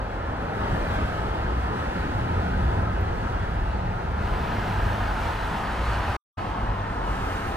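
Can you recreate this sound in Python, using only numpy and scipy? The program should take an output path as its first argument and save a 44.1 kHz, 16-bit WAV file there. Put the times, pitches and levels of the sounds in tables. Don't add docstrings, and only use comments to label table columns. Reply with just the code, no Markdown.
import sys
import numpy as np
from scipy import signal
from scipy.fft import rfft, irfft, next_fast_len
from scipy.io import wavfile
from scipy.ndimage import uniform_filter1d, map_coordinates

SR = 44100
rng = np.random.default_rng(int(sys.argv[2]) if len(sys.argv) > 2 else 0)


def store_pcm(level_fs):
    pcm = np.round(np.clip(level_fs, -1, 1) * 32767).astype(np.int16)
    wavfile.write(sys.argv[1], SR, np.atleast_2d(pcm).T)


N = 333396
T = np.arange(N) / SR
GAP_START_S, GAP_END_S = 6.167, 6.371

# nearest_s, boom_db, rumble_db, road_db,
# tread_db, groove_db, hiss_db, spray_db, air_db, tread_pitch_factor, tread_width_factor
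CARS = [(.72, -35.5, -42.5, -35.5, -41, -43, -51.5, -66, -69, 0.75, 1.8),
        (.98, -42, -35.5, -37.5, -35, -38.5, -45, -59, -75, 0.95, 1.26),
        (1.97, -35, -36.5, -35.5, -37.5, -37.5, -46.5, -59.5, -72, 1.02, .7),
        (2.58, -30, -30, -34, -36.5, -42, -50.5, -64, -84, 0.92, 0.94),
        (3.3, -36, -33.5, -39, -39.5, -43, -51.5, -64.5, -89, 0.98, 1.07),
        (4.53, -43, -35.5, -36.5, -38.5, -42, -45, -60, -63, 0.93, 0.95),
        (4.88, -35, -45, -48, -34, -37, -47, -59.5, -63, 0.94, 0.93),
        (5.37, -39.5, -40, -44, -37.5, -38, -44.5, -56.5, -64.5, .98, 1.06),
        (6.03, -42, -36, -41.5, -35.5, -36.5, -42, -56, -67, 0.94, 1.2),
        (6.6, -39, -46, -41, -35.5, -44.5, -53.5, -78.5, -90, 0.96, 0.98),
        (7.4, -46, -50, -40, -39.5, -39, -45.5, -54.5, -63, 1.01, 1.2)]


def amp(db):
    return 10 ** (np.asarray(db) / 20)


def unit(x):
    return x / np.sqrt(np.mean(x ** 2) + 1e-20)


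def along(points, hz):
    pitches, values = np.transpose(points)
    return np.interp(np.log(hz + 1), np.log(pitches + 1), values)


def wobble(rate):
    return map_coordinates(rng.standard_normal(int(N * rate / SR) + 4), [T * rate])


def ages(skip_s=.31):
    now = T + skip_s * (T > GAP_END_S)
    nearest = np.transpose(CARS)[0]
    nearest = nearest + skip_s * (nearest > GAP_END_S)
    return now - nearest[:, None]


def swell(age, approach_s, departure_s):
    steepness = 3.4
    return 1 / (1 + np.where(age < 0, np.abs(age / approach_s) ** steepness, (age / departure_s) ** 2))


def traffic(peaks_db, far_db, approach_s, departure_s):
    each_car = amp(peaks_db)[:, None] * swell(ages(), approach_s, departure_s)
    return np.sqrt(amp(far_db) ** 2 + np.sum(each_car ** 2, axis=0))


def microphones(direct, scattered, hz, times):
    # time_s, hiss_lead_ms, roar_lead_ms, roar_scatter_db, treble_scatter_db
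    bearing = [(0, -.09, -.09, 0, 1.5), (1.1, -.115, -.105, -.7, 1.7), (2.4, -.11, -.128, -2, 1.7),
               (4.1, -.075, -.11, 1, 2), (4.38, -.012, -.085, -.5, -2.5), (5.3, 0, -.06, 0, -2.8),
               (5.8, .02, -.012, -.5, -2.5), (6.15, .02, 0, -1, -2), (6.4, .03, .072, 1, 2),
               (7.15, .085, .095, .3, 2)]
    # pitch_hz,
    # lead_factor
    widening = [(100, 2.5), (400, 3.1), (800, 2.9), (950, 3.6), (1170, 3.7), (1260, .95), (3000, .95),
                (3700, .55), (4400, 1), (5800, .8), (7200, 0)]
    # pitch_hz, left_minus_right_db
    mismatch = [(200, 0), (600, .8), (1150, 1.1), (1400, -.2), (2500, -1), (10000, -.8)]
    # pitch_hz, level_db
    scatter = [(25, -16), (60, -22.5), (150, -18), (300, -14.5), (500, -10), (800, -6.5), (1170, -5),
               (1270, -11), (2500, -6.8), (4000, -4.6), (6000, -4.2), (8000, -4.8), (14000, -5)]
    # pitch_hz, share
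    treble_share = [(2500, 0), (4000, 1)]
    turn_s, *columns = np.transpose(bearing)
    hiss_ms, roar_ms, roar_db, treble_db = (np.interp(times, turn_s, column) for column in columns)
    lead_ms = np.where(hz < 1220, roar_ms, hiss_ms) * along(widening, hz)
    to_left = amp(along(mismatch, hz) / 2) * np.exp(1j * np.pi * hz * lead_ms / 1000)
    share = amp(along(scatter, hz) + roar_db + along(treble_share, hz) * (treble_db - roar_db))
    left = (direct + share * scattered) * to_left
    right = (direct - share * scattered) / to_left
    return np.array([left, right]) / np.hypot(1, share)


def rush(spectrum, patchy_db=1.6, pitch=1, width=1):
    hz, times, noise = signal.stft(rng.standard_normal((2, N)), SR, nperseg=2048)
    hz = hz[:, None]
    patches = uniform_filter1d(rng.standard_normal(noise.shape[1:]), size=4, axis=0)
    patches = uniform_filter1d(patches, size=6, axis=1)
    pitch, width = (np.interp(times, T, factor * np.ones(N)) for factor in (pitch, width))
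    colour_db = along(spectrum, 900 * (hz / pitch / 900) ** (1 / width))
    direct, scattered = noise * amp(colour_db + patchy_db * unit(patches)) / np.sqrt(width)
    stereo = microphones(direct, scattered, hz, times)
    return unit(signal.istft(stereo, SR, nperseg=2048)[1][:, :N])


def pings():
    # start_s, pitch_hz, level_db, fade_s (time to fall by 60 dB)
    rings = [(3.009, 13800, -53, .03), (6.379, 4500, -52, 0.32)]
    sound = np.zeros(N)
    for start_s, hz, db, fade_s in rings:
        age = np.maximum(T - start_s, 0)
        sound += amp(db - 60 * age / fade_s) * np.sin(2 * np.pi * hz * age)
    return sound


def low_note(loudest_s, pitch_hz, level_db, half_s):
    age = T - loudest_s
    hz = pitch_hz * (1 - .015 * age + .018 * wobble(13))
    phase = 2 * np.pi * np.cumsum(hz) / SR
    note = np.zeros(N)
    for harmonic, db in ((1, 0), (2, -14)):
        gain = amp(db + 1.8 * wobble(6))
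        note += gain * np.sin(harmonic * phase + 2 * np.pi * rng.random())
    return amp(level_db) * swell(age, half_s, half_s) * unit(note)


def exhausts_and_road():
    # pitch_hz, relative_db
    boom_tone = [(8, -39), (20, -14.5), (30, 3.5), (45, 11.5), (66, 8.5), (80, 0), (110, -61)]
    rumble_tone = [(55, -40), (72, -9.5), (85, 1), (108, -2.5), (135, -11), (165, -15), (300, -94)]
    road_tone = [(100, -27), (150, -1.5), (190, 2.2), (260, -2.5), (320, -2.5), (420, -3.5), (510, -3.5),
                 (600, -6), (680, -8.5), (850, -34), (1500, -94)]
    # loudest_s, pitch_hz, level_db, half_s (time to half gain)
    low_swells = [(1.05, 68.5, -34.5, 0.061), (1.53, 60, -30.5, 0.14), (2.398, 85.2, -30, 0.076),
                  (2.65, 64, -26.5, .055), (2.82, 80.8, -29, 0.048), (2.55, 185, -34, 0.1),
                  (2.88, 182, -35.5, 0.077), (3.62, 59, -29, 0.048), (3.8, 181.4, -38, 0.2),
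                  (4.25, 71, -33, 0.21), (4.25, 210.5, -40, 0.083), (4.531, 226, -39, 0.13),
                  (5.2, 44.05, -33.5, 0.14), (5.5, 52.1, -31, 0.063), (6.68, 50.25, -31, 0.077),
                  (4.751, 101.7, -34.5, 0.35), (5.86, 58, -28.5, .1), (6.549, 101, -38, 0.38),
                  (7.06, 46.3, -31.5, 0.053)]
    # time_s, rise_db
    throbs = [(.74, 3), (1.06, 5), (1.57, 2), (2.17, 5), (2.65, 3), (2.81, 5), (3.04, 0), (3.37, 1.5),
              (3.62, 4.5), (3.86, 4.5), (4.11, 4.5), (4.34, 4), (4.88, 5), (5.2, 1), (5.85, 0.5),
              (6.68, 4.5), (6.85, 0.5), (7.06, 1)]
    boom_db, rumble_db, road_db = np.transpose(CARS)[1:4]
    boom = traffic(boom_db, far_db=-33, approach_s=.22, departure_s=1)
    boom = boom * amp(.45 * wobble(7.9)) * rush(boom_tone, patchy_db=0)
    rumble = traffic(rumble_db, far_db=-36.5, approach_s=.44, departure_s=.64)
    rumble = rumble * amp(.37 * wobble(6.2)) * rush(rumble_tone, patchy_db=1.05)
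    road = traffic(road_db, far_db=-38, approach_s=.49, departure_s=.57)
    road = road * amp(.42 * wobble(16)) * rush(road_tone, patchy_db=1)
    notes = sum(low_note(*row) for row in low_swells)
    throb_db = -1 + sum(rise_db * np.exp(-((T - time_s) / .034) ** 2) for time_s, rise_db in throbs)
    return amp(throb_db) * (boom + rumble) + road + notes


def tread_roar(approach_s=.63, departure_s=.55):
    # pitch_hz, relative_db
    tread_tone = [(300, -79), (520, -36), (630, -8.5), (700, -2), (800, -1), (930, 1.5), (1050, 0.2),
                  (1170, -4), (1250, -10), (1400, -28), (2200, -100)]
    tread_db, pitches, widths = np.transpose(CARS)[[4, 9, 10]]
    age = ages()
    power = (amp(tread_db)[:, None] * swell(age, approach_s, departure_s)) ** 2
    doppler = 1 - .021 * np.tanh(age / .68)
    pitch = np.average(pitches[:, None] * doppler, axis=0, weights=power)
    width = widths @ power / power.sum(axis=0)
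    gain = traffic(tread_db, far_db=-37, approach_s=approach_s, departure_s=departure_s)
    return gain * amp(.38 * wobble(12)) * rush(tread_tone, pitch=pitch, width=width)


def tyres():
    # pitch_hz, relative_db
    groove_tone = [(700, -76), (1130, -29.5), (1200, 3), (1260, 0.5), (1400, -2), (1550, -2.5),
                   (1750, -4.5), (2000, -9), (2200, -22.5), (2600, -34), (4000, -100)]
    hiss_tone = [(1000, -55.5), (1750, -25.5), (2100, 2.5), (2330, -0.5), (2700, 0), (3150, -3), (3700, -7),
                 (4400, -8.5), (5100, -14.5), (6100, -19), (7000, -26), (9000, -45), (14000, -110)]
    spray_tone = [(3600, -28), (4800, 0), (5500, 1.2), (6300, 1), (7000, -1.5), (7800, -0.5), (9400, -2.6),
                  (10200, -5), (12500, -8.5), (15200, -16.5)]
    air_tone = [(7000, -38), (10000, -8), (12000, -2), (15200, -4.5)]
    groove_db, hiss_db, spray_db, air_db = np.transpose(CARS)[5:9]
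    surface = amp(.35 * wobble(14))
    tread = tread_roar()
    grooves = traffic(groove_db, far_db=-40.5, approach_s=.54, departure_s=.4) * rush(groove_tone)
    hiss = traffic(hiss_db, far_db=-49.5, approach_s=.37, departure_s=.53) * rush(hiss_tone)
    spray = traffic(spray_db, far_db=-65.5, approach_s=.36, departure_s=.47) * rush(spray_tone)
    air = traffic(air_db, far_db=-88, approach_s=.24, departure_s=.4) * rush(air_tone)
    flicker = amp(.66 * wobble(18))
    return surface * (tread + grooves + hiss + flicker * (spray + air))


def scene():
    return pings() + exhausts_and_road() + tyres()


def record(dry):
    # pitch_hz, gain_db
    colour = [(1000, 0), (1130, 1), (1190, -1), (1250, 0), (1380, 0.5), (1500, 0)]
    before_gap = np.clip((GAP_START_S - T) / .002, 0, 1)
    after_gap = np.clip((T - GAP_END_S) / .012, 0, 1)
    size = next_fast_len(N + SR // 2)
    hz = np.fft.rfftfreq(size, 1 / SR)
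    spectrum = rfft(dry * (before_gap + after_gap), size)
    return irfft(spectrum * amp(along(colour, hz)) * (hz < 15400), size)[:, :N]


dry = scene()
out = record(dry)
store_pcm(out)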